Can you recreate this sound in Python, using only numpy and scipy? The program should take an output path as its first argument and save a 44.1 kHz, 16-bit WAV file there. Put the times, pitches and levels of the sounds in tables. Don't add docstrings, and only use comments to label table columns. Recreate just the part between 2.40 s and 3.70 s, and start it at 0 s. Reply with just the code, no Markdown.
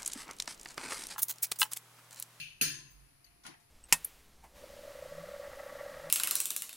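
import sys
import numpy as np
from scipy import signal
from scipy.fft import rfft, irfft
from scipy.io import wavfile

SR = 44100
rng = np.random.default_rng(int(sys.argv[2]) if len(sys.argv) > 2 else 0)


def transcribe(u):
    v = np.clip(np.atleast_2d(u).T, -1, 1)
    q = np.round(v * 32767).astype(np.int16)
    wavfile.write(sys.argv[1], SR, q)


N = 57330

# (time [s], then gain [dB] of thud, board knock, low mids, clack range, upper mids, treble)
CHOPS = [(-.03, -6.5, -44.5, -20.5, -0.5, -16.5, -17.5), (0.2115, 2.5, -1, 0, 0, 2, 0)]
CHOP_BANDS_HZ = [150, 300, 1500, 2700, 5800, 11000]
# (frequency [Hz], width [Hz], level [dB], t60 [s], pan L-R [dB])
BLADE_MODES = [(1383, 130, -46.5, 0.29, 4.5), (1712, 260, -42.5, 0.55, 4), (2422, 57, -42, 0.38, 8),
               (2658, 196, -39.5, 0.52, 8), (2964, 130, -46.5, 0.5, 2), (4176, 83, -40, 0.31, 23.5),
               (4316, 70, -41, 0.48, 10), (4830, 170, -42.5, 0.51, -2), (6350, 230, -37.5, 0.56, 5.5),
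               (8534, 39, -46, 0.46, 15.5), (9860, 660, -40.5, 0.44, 21), (10680, 50, -35.5, 0.32, -8),
               (10770, 195, -34.5, .36, -7), (12660, 60, -39.5, 0.2, 2), (13380, 220, -36, 0.18, -9.5),
               (15000, 380, -33.5, 0.25, -4)]
# (frequency [Hz], width [Hz], level [dB], t60 [s], pan L-R [dB])
BOARD_MODES = [(133, 15, -58.5, 1.27, 0), (263, 86, -41, 0.24, 3), (299, 90, -49.5, 0.65, 2),
               (445, 58, -45.5, 0.2, -4), (630, 148, -51.5, 0.31, 2.5), (1000, 133, -63, 1.2, 18)]
# (frequency [Hz], relative density [dB], t60 [s], pan L-R [dB])
CRACK_BANDS = [(283, -13.5, 0.78, 0), (800, -23, .5, 3), (1146, -27, 0.65, 7), (1610, 0, 0.46, 8),
               (3430, -3.5, 0.5, 3), (5860, -1.5, .45, 6.5), (7160, -2, 0.39, 4.5), (7910, -9, 0.23, -5),
               (9200, -0.5, 0.37, -2), (11100, -9, 0.34, 6), (12400, -16, 0.41, -6),
               (15000, -6.5, 0.25, 10.5)]
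# (time [s], level [dB])
BOUNCES = [(0.213, -37), (0.2226, -25), (0.2298, -23), (.2338, -24), (0.242, -31)]
# (time [s], body level [dB], scrape level [dB])
KNOCKS = [(1.035, -66, -55.5), (1.0501, -46, -53), (1.0635, -57, -48)]
# (frequency [Hz], width [Hz], relative level [dB], t60 [s], pan L-R [dB])
KNOCK_MODES = [(226, 54, -11.5, 0.18, -0.5), (1042, 42, -5, 0.16, 1.5), (1442, 75, -6, 0.17, 3),
               (1896, 350, -12, 0.51, 7), (2204, 32, -11, 0.12, 4), (2800, 840, -8, 0.26, 5)]
# (frequency [Hz], relative density [dB], t60 [s], pan L-R [dB])
SCRAPE_BANDS = [(313, -10, 0.29, -5), (804, 6, 0.41, -0.5), (2490, -1.5, 0.28, 7), (4250, 3.5, 0.26, 1),
                (6760, 3, .24, 3), (7900, -9, .2, 14), (10300, 5, 0.23, 3), (12600, -26, 0.16, -7),
                (15300, -3.5, .18, -9)]
# (time [s], frequency [Hz], width [Hz], level [dB], t60 [s], pan L-R [dB])
CLICKS = [(.401, 5000, 3000, -61, .08, 2), (0.503, 15300, 1540, -61, .25, -13),
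          (0.515, 9500, 5800, -65.5, 0.098, 15), (0.8438, 4695, 335, -53, 0.051, 21),
          (.8435, 6160, 506, -65.5, 0.14, 10), (0.843, 12600, 700, -63, 0.1, -4),
          (0.8442, 9700, 5010, -66.5, 0.065, 8), (.864, 4320, 262, -62, 0.088, 10),
          (0.846, 2380, 1100, -70, 0.51, 6), (.96, 320, 89, -70.5, 0.46, -1.5),
          (1.0645, 5500, 6440, -41, 0.023, 3), (1.065, 10150, 220, -49, 0.057, 13),
          (1.078, 313, 88.4, -54, 0.22, 6.5), (1.084, 153.5, 30.2, -61.5, 0.27, 5),
          (1.117, 1980, 1200, -58, .15, 6), (1.138, 1800, 1500, -56.5, .08, -2),
          (1.198, 6920, 9000, -69, .3, 6)]
# (frequency [Hz], relative density [dB])
ROOM_SPECTRUM = [(25, 0.5), (70, -1), (135, 1), (200, -8), (300, -4.5), (520, -10.5), (720, -12),
                 (1200, -11.5), (2600, -11.5), (3400, -17.5), (4500, -13), (8200, -22), (10300, -7),
                 (12500, -20), (15400, -21)]
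# (time [s], level [dB])
ROOM_LEVEL = [(0, -65.5), (.45, -66), (.62, -64.5), (.78, -66.5), (1.0, -66.5), (1.3, -67)]
# (time [s], level [dB])
HUM_LEVEL = [(0, -94), (.42, -69.5), (.5, -71), (.56, -59.5), (.64, -62.5), (.69, -75.5), (.82, -94.5),
             (.88, -66), (.94, -77), (1.3, -95.5)]
# (time [s], level [dB])
WHINE_LEVEL = [(0, -89.5), (.7, -91.5), (.9, -83), (1.2, -80.5), (1.3, -90)]

THUD_HZ, THUD_DB, CRACK_DB = 155.3, -38.5, -30
CLACK_HZ, CLACK_DB, CLACK_AT_S, CLACK_LENGTH_S = 2664, -22, .2116, .0036
RISE_S, BOARD_RISE_S = .0015, .003
HUM_HZ, WHINE_HZ = 49, 696
TIME_S = np.arange(N) / SR
BINS_HZ = np.maximum(np.arange(N // 2 + 1) * SR / N, 1)


def chops():
    out = 0
    for start_s, *colour_db in CHOPS:
        for modes, rise_s in ((BLADE_MODES, RISE_S), (BOARD_MODES, BOARD_RISE_S)):
            for hz, width_hz, db, t60_s, pan_db in modes:
                level_db = db + log_interp(hz, CHOP_BANDS_HZ, colour_db)
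                out += ring(start_s, hz, width_hz, level_db, t60_s, pan_db, rise_s)
        crack = noise_burst(start_s, CRACK_BANDS, log_interp(BINS_HZ, CHOP_BANDS_HZ, colour_db))
        out += amp(CRACK_DB) * crack + thud(start_s, THUD_DB + colour_db[0])
    return out


def thud(start_s, db):
    swing = np.sin(2 * np.pi * THUD_HZ * (TIME_S - start_s))
    return amp(db) * swing * decay(start_s, t60_s=.31, rise_s=.032) * pan(5.5)


def clack():
    age_s = TIME_S - CLACK_AT_S
    contact = np.sin(np.pi * np.clip(age_s / CLACK_LENGTH_S, 0, 1))
    return np.sqrt(2) * amp(CLACK_DB) * contact * np.sin(2 * np.pi * CLACK_HZ * age_s) * pan(14)


def chatter():
    return sum(ring(start_s, hz=11230, width_hz=3300, db=db, t60_s=.02, pan_db=-6, rise_s=.0011)
               for start_s, db in BOUNCES)


def knocks():
    out = 0
    for start_s, body_db, scrape_db in KNOCKS:
        out += amp(scrape_db) * noise_burst(start_s, SCRAPE_BANDS)
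        for hz, width_hz, db, t60_s, pan_db in KNOCK_MODES:
            out += ring(start_s, hz, width_hz, db + body_db, t60_s, pan_db)
    return out


def clicks():
    return sum(ring(*click, rise_s=.00073) for click in CLICKS)


def room_noise():
    pan_db = log_interp(BINS_HZ, [200, 1200, 5000, 9000], [0, 4, 4, 0])
    spectrum_db = log_interp(BINS_HZ, *np.array(ROOM_SPECTRUM).T)
    return diffuse_noise(amp(spectrum_db + pan_db * np.array([[.5], [-.5]]))) * envelope(ROOM_LEVEL)


def room_tone(hz, levels):
    return np.sqrt(2) * np.sin(2 * np.pi * (hz * TIME_S + rng.random())) * envelope(levels)


def ring(start_s, hz, width_hz, db, t60_s, pan_db, rise_s=.0016):
    fade = decay(start_s, t60_s, rise_s)
    band = diffuse_noise(ripple() / (1 + ((BINS_HZ - hz) / width_hz) ** 2) ** 2) * fade
    energy_gain = np.sqrt(np.sum(fade ** 2) / np.sum(band ** 2, axis=1, keepdims=True))
    return band * energy_gain * amp(db) * pan(pan_db)


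def noise_burst(start_s, bands, colour_db=0):
    hz, db, t60s_s, pans_db = np.array(bands).T
    spectrum = rfft(diffuse_noise(ripple() * amp(log_interp(BINS_HZ, hz, db)))) * amp(colour_db)
    out = 0
    for weights, t60_s, pan_db in zip(np.eye(len(hz)), t60s_s, pans_db):
        band = irfft(spectrum * log_interp(BINS_HZ, hz, weights), N)
        out += band * decay(start_s, t60_s, RISE_S) * pan(pan_db)
    return out


def diffuse_noise(shape, coherent_below_hz=607, left_lag_s=.0009):
    mid, side = np.exp(2j * np.pi * rng.random((2, N // 2 + 1)))
    coherence = 1 / (1 + (BINS_HZ / coherent_below_hz) ** 2)
    lag = np.exp(-2j * np.pi * BINS_HZ * left_lag_s * np.array([[1], [0]]))
    stereo = mid * np.sqrt(1 + coherence) + side * np.sqrt(1 - coherence) * np.array([[1], [-1]])
    noise = irfft(shape * lag * stereo, N)
    return noise / np.sqrt(np.mean(noise ** 2))


def ripple(depth_db=3.6, step_hz=26):
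    peaks = rng.standard_normal(N // 2 + 1)
    return amp(depth_db * np.interp(BINS_HZ / step_hz, np.arange(len(peaks)), peaks))


def decay(start_s, t60_s, rise_s):
    age_s = np.maximum(TIME_S - start_s, 0)
    return (1 - np.exp(-age_s / rise_s)) * np.exp(-np.log(1000) * age_s / t60_s)


def envelope(levels):
    return amp(np.interp(TIME_S, *np.array(levels).T))


def log_interp(hz, points_hz, values):
    return np.interp(np.log(hz), np.log(points_hz), values)


def pan(db):
    gains = amp(np.array([[db], [-db]]) / 2)
    return gains / np.sqrt(np.mean(gains ** 2))


def amp(db):
    return 10 ** (np.asarray(db) / 20)


def scene():
    knife = chops() + clack() + chatter() + knocks() + clicks()
    room = room_noise() + room_tone(HUM_HZ, HUM_LEVEL) * pan(-9) + room_tone(WHINE_HZ, WHINE_LEVEL)
    return knife + room


def record(dry):
    cutoff_hz = 15450
    return signal.sosfilt(signal.ellip(10, .2, 80, cutoff_hz, fs=SR, output="sos"), dry)


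dry = scene()
out = record(dry)
transcribe(out)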